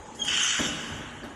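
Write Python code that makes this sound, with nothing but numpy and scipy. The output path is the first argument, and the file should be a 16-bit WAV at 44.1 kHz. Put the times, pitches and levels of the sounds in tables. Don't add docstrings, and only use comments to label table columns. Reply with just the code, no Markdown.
import sys
import numpy as np
from scipy import signal
from scipy.fft import rfft, irfft, next_fast_len
from scipy.io import wavfile
from scipy.ndimage import uniform_filter1d, map_coordinates

SR = 44100
rng = np.random.default_rng(int(sys.argv[2]) if len(sys.argv) > 2 else 0)


def put_to_file(sound):
    columns = np.atleast_2d(sound).T
    safe = np.clip(columns, -1, 1)
    whole_steps = np.round(safe * 32767)
    wavfile.write(sys.argv[1], SR, whole_steps.astype(np.int16))


def voltage_ratio(decibels):
    exponent = np.asarray(decibels, float) / 20
    return 10 ** exponent


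N = 59535


def unit(x):
    return x / np.sqrt(np.mean(x ** 2) + 1e-20)


def along(points, hz):
    point_hz, value = np.transpose(points)
    return np.interp(np.log(hz + 1), np.log(point_hz + 1), value)


def curves(rows):
    start_s, *columns = np.transpose(rows)
    return [np.interp(np.arange(N) / SR, start_s, column) for column in columns]


def wobble(rate):
    knots = rng.standard_normal(int(N * rate / SR) + 4)
    return map_coordinates(knots, [np.arange(N) * rate / SR])


def filtered(x, response):
    size = next_fast_len(N + SR // 2)
    return irfft(rfft(x, size) * response(np.fft.rfftfreq(size, 1 / SR)), size)[..., :N]


def smooth_patches(shape, bins, frames):
    field = uniform_filter1d(rng.standard_normal(shape), size=bins, axis=0)
    return unit(uniform_filter1d(field, size=frames, axis=1))


def rush(spectrum, patchy_db):
    z = signal.stft(rng.standard_normal(N), nperseg=512)[2]
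    patches = smooth_patches(z.shape, 5, 5)
    noise = signal.istft(z * voltage_ratio(patchy_db * patches), nperseg=512)[1][:N]
    return unit(filtered(noise, lambda hz: voltage_ratio(along(spectrum, hz))))


def narrow(hz, width):
    return unit(filtered(rng.standard_normal(N), lambda f: 1 / (1 + ((f - hz) / width) ** 2)))


# (pitch_hz, relative level_db per Hz)
HUM = [(15, -62), (25, -31), (59, -8.5), (178, -10), (229, -9), (254, -9), (327, -7), (505, -10),
       (685, -17), (862, -9.5), (1170, -17.5), (4180, -30), (4510, -38.5), (6960, -24), (11000, -50.5),
       (14300, -76), (22000, -120)]
# (pitch_hz, drift_hz, level_db before the fade below)
MOTORS = [(227.4, 3.23, -56.5), (835.6, 2.63, -56.5)]
# (pitch_hz, width_hz, level_db before the fade below)
WHINE = (6550, 250, -68)
# (start_s, level_db)
RUMBLE = [(0.0, -39.5), (0.036, -51.5), (0.566, -54), (0.604, -39.5), (0.816, -55), (0.924, -44.5),
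          (1.35, -50.5)]
# (start_s, roar gain_db, motor and whine gain_db)
HUM_FADE = [(0, -0.5, -0.5), (.25, 2, 3.5), (.45, -3, -4.5), (1.1, 1, -4), (1.35, -6.5, -7)]
HUM_DB, RUMBLE_TRIM_DB = -45.5, -3.5


def hum():
    roar = voltage_ratio(HUM_DB + 0.67 * wobble(5.95)) * rush(HUM, patchy_db=2.5)
    tones = voltage_ratio(WHINE[2]) * narrow(*WHINE[:2])
    for hz, drift_hz, level_db in MOTORS:
        phase = 2 * np.pi * np.cumsum(hz + drift_hz * wobble(15.34)) / SR
        tones = tones + np.sqrt(2) * voltage_ratio(level_db + 2.3 * wobble(12.1)) * np.sin(phase)
    rumble_db, = curves(RUMBLE)
    rumble_colour = [(20, -32), (40, -5.5), (75, -2), (110, -7), (200, -28), (400, -87)]  # (Hz, dB)
    deep = rush(rumble_colour, patchy_db=-2.5)
    roar_db, tones_db = curves(HUM_FADE)
    return voltage_ratio(roar_db) * roar + voltage_ratio(tones_db) * tones + voltage_ratio(rumble_db + RUMBLE_TRIM_DB) * deep


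# (pitch_hz, time to fall 60 dB in s)
HALL = [(100, 6.7), (300, 2.17), (1000, 3.36), (3000, 1.81), (6500, 1.21), (11000, 2.13)]
HALL_DELAY_S = 0.02


def hall(x):
    hz, t, z = signal.stft(rng.standard_normal(N), SR, nperseg=256)
    decay = voltage_ratio(-60 * t / along(HALL, hz)[:, None])
    tail = signal.istft(z * decay, SR, nperseg=256)[1]
    delayed = np.pad(x, (round(HALL_DELAY_S * SR), 0))
    return signal.fftconvolve(delayed, tail / np.linalg.norm(tail))[:N]


# (start_s, level_db)
SLIDE = [(.18, -83), (.21, -44), (.28, -43), (.36, -44), (.44, -61.5), (.58, -66), (.6, -88)]
# (pitch_hz, relative level_db per Hz)
SLIDE_COLOUR = [(40, -32), (100, -6), (280, 1), (500, -8), (900, -11.5), (1500, -30), (3000, -90)]


def piston():
    level_db, = curves(SLIDE)
    return voltage_ratio(level_db + 1.2 * wobble(31.7)) * rush(SLIDE_COLOUR, patchy_db=2.5)


# (start_s, level_db, rise_s, brightness_db per octave)
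BLOWS = [(.586, -24, 0.0022, 2), (.645, -33, 0.0056, -1), (1.222, -40.5, .004, -0.5),
         (1.231, -37, 0.0022, 2.5), (1.243, -37.5, 0.0064, -1.5)]
# (pitch_hz, level_db within the blow, time to fall 60 dB in s)
FRAME = [(149.5, -7, 0.15), (231.4, -1.5, 0.075), (281.6, -1, 0.18), (321.5, -0.5, 0.088),
         (612, -3.5, 0.051), (800, -6, 0.02), (1122, -9, 0.044), (1675, 1.5, 0.029), (4620, -15, 0.035)]
# (pitch_hz, relative level_db per Hz)
THUMP = [(60, -16), (150, 5.5), (300, 6), (700, 1), (1500, -8), (4000, -23), (8000, -35.5)]
THUMP_DB, THUMP_T60_S, THUMP_LAG_S = -1.5, 0.24, 0.006
LOW_LAG_CYCLES = 3.5


def frame():
    out, t = np.zeros(N + SR), np.arange(SR // 2) / SR
    for start_s, level_db, rise_s, tilt_db in BLOWS:
        ring = 0
        for hz, mode_db, t60_s in FRAME:
            since = np.maximum(t - LOW_LAG_CYCLES / hz, 0)
            bright_db = mode_db + tilt_db * np.log2(hz / 300)
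            shape = voltage_ratio(bright_db - 60 * since / t60_s) * (1 - np.exp(-since / rise_s))
            ring = ring + shape * np.sin(2 * np.pi * (hz * since + rng.random()))
        colour = [(hz, db + tilt_db * np.log2(hz / 300)) for hz, db in THUMP]
        noise = rush(colour, patchy_db=2.5)[:len(t)]
        since = np.maximum(t - THUMP_LAG_S, 0)
        thump = voltage_ratio(THUMP_DB - 60 * since / THUMP_T60_S) * (1 - np.exp(-since / rise_s)) * noise
        out[round(start_s * SR):][:len(t)] += voltage_ratio(level_db) * (ring + thump)
    return out[:N]


# (start_s, pitch_hz, level_db, octave level_db)
WHISTLE = [(.182, 3280, -77, -82), (.19, 3314, -49, -52), (.2, 3290, -34.5, -39), (.21, 3325, -38.5, -36.5),
           (.225, 3240, -34, -41), (.24, 3333, -42, -34), (.247, 3340, -64, -70), (.255, 3230, -80, -93)]
# (start_s, pitch_hz, level_db)
OUTLET = [(.205, 3220, -81), (.218, 3208, -24), (.23, 3220, -29), (.24, 3120, -42), (.262, 3200, -35),
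          (.277, 3320, -38), (.29, 3140, -24.5), (.3, 3360, -80)]
UNDERTONE_DB = -15.5


def whistles():
    hz, level_db, octave_db = curves(WHISTLE)
    phase = 2 * np.pi * np.cumsum(hz + 8 * wobble(110.5)) / SR
    seat = voltage_ratio(level_db) * np.sin(phase)
    seat = seat + voltage_ratio(octave_db) * np.sin(2 * phase)
    seat = seat + voltage_ratio(level_db + UNDERTONE_DB) * np.sin(phase / 2)
    hz, level_db = curves(OUTLET)
    outlet = voltage_ratio(level_db) * np.sin(2 * np.pi * np.cumsum(hz + 6 * wobble(82)) / SR)
    return np.sqrt(2) * (seat + outlet)


# (start_s, pitch_hz, level_db over the jet's noise)
SINGING = [(0.29, 2928, -4.5), (0.334, 3200, -0.5), (0.372, 2991, -8), (0.468, 3070, -6), (0.51, 2945, -6),
           (0.524, 3115, -7), (0.572, 3005, -25), (0.612, 3318, -5.5), (0.662, 3245, -10),
           (0.68, 2953, -0.5)]
SINGING_WIDTH_HZ = 58


def singing():
    hz, level_db = curves(SINGING)
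    phase = 2 * np.pi * np.cumsum(hz) / SR
    cos_part = narrow(0, SINGING_WIDTH_HZ) * np.cos(phase)
    sin_part = narrow(0, SINGING_WIDTH_HZ) * np.sin(phase)
    return voltage_ratio(level_db) * (cos_part + sin_part)


# (start_s, jet level_db before JET_TRIM_DB,
# then gains over the jet's core: upper hiss_db, lower roar_db, topmost fizz_db)
FLOW = [(.14, -92, 1, 0, 10), (.15, -64.5, 19.5, 0, 29), (.2, -56.5, 6, 9, 22.5), (.235, -53, 7, -9, 15),
        (.25, -37.5, 7, 4, 20.5), (.265, -38.5, 4.5, 0, 12), (.28, -26, -3.5, -1, 4.5),
        (.32, -26.5, -2, 1.5, -4), (.36, -23, -3, -1, 2), (.4, -19.5, -3, -4, -4.5),
        (.46, -24, 1.5, 2, 5.5), (.5, -24, 0.5, -2, -38), (.54, -22, -3, -2, -5), (.6, -30, -0.5, 2.5, 2),
        (.66, -27.5, 0.5, -1, -1), (.7, -38.5, 3, -15, 5), (.76, -78, -10, 13, -3)]
# (pitch_hz, relative level_db per Hz)
JET = [(410, -68), (700, -18.5), (909, -16), (1440, -7.5), (2410, -9), (3050, 0), (3740, -10.5),
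       (4060, -35), (4310, -16), (4970, -14.5), (6080, -7.5), (7180, -7.5), (9320, -33.5), (10100, -25),
       (12000, -44.5), (15500, -69), (22000, -120)]
# (pitch_hz, width_hz, level_db over the jet's noise)
STRANDS = [(1484, 40, -15.5), (1657, 39, -19.5), (1928, 57, -18.5), (6246, 62, -17.5)]
JET_TRIM_DB = -2.5
LOW_SPLIT_HZ, HIGH_SPLIT_HZ, FIZZ_SPLIT_HZ = 2300, 4100, 8300


def jet():
    level_db, hiss_db, roar_db, fizz_db = curves(FLOW)
    air = rush(JET, patchy_db=2.5) + singing()
    for hz, width_hz, strand_db in STRANDS:
        air = air + voltage_ratio(strand_db + 1.8 * wobble(14.2)) * narrow(hz, width_hz)

    def band(low, high):
        return filtered(air, lambda hz: (hz >= low) & (hz < high))

    roar = voltage_ratio(roar_db) * band(0, LOW_SPLIT_HZ)
    core = band(LOW_SPLIT_HZ, HIGH_SPLIT_HZ)
    hiss = voltage_ratio(hiss_db + 0.77 * wobble(19.75)) * band(HIGH_SPLIT_HZ, FIZZ_SPLIT_HZ)
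    fizz = voltage_ratio(fizz_db) * band(FIZZ_SPLIT_HZ, SR)
    flutter_db = 0.61 * wobble(149.7) + 0.59 * wobble(23.74)
    return voltage_ratio(level_db + JET_TRIM_DB + flutter_db) * (roar + core + hiss + fizz)


HALL_AIR_DB, HALL_BLOWS_DB = -5, -3.5


def scene():
    air = jet() + whistles()
    blows = frame() + piston()
    echo = hall(voltage_ratio(HALL_AIR_DB) * air + voltage_ratio(HALL_BLOWS_DB) * blows)
    return (air + blows + echo + hum())[None]


# (pitch_hz, depth_db per unit of the random field)
FLICKER = [(3000, 0), (4200, 4), (5500, 3), (7500, 2.5), (9000, 6), (12000, 6)]


def flicker(x):
    hz, t, z = signal.stft(x, SR, nperseg=1024)
    field = np.clip(smooth_patches(z.shape[1:], 8, 4), -2.5, 1.3)
    gain = voltage_ratio(along(FLICKER, hz)[:, None] * field)
    return signal.istft(z * gain, SR, nperseg=1024)[1][:, :N]


def band_limit(x):
    return signal.sosfilt(signal.butter(12, 12110, fs=SR, output="sos"), x)


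TOP_HZ = 12100
AGC_KNEE_DB, AGC_SHARE, AGC_S = -37.5, 0.1, 0.3


def record(dry):
    x = filtered(flicker(dry), lambda hz: hz < TOP_HZ)
    power = np.abs(uniform_filter1d(x ** 2, round(AGC_S * SR)))
    loud_db = 10 * np.log10(power + 1e-12)
    mix = x * voltage_ratio(-AGC_SHARE * np.maximum(loud_db - AGC_KNEE_DB, 0))
    return band_limit(mix)


dry = scene()
out = record(dry)
put_to_file(out)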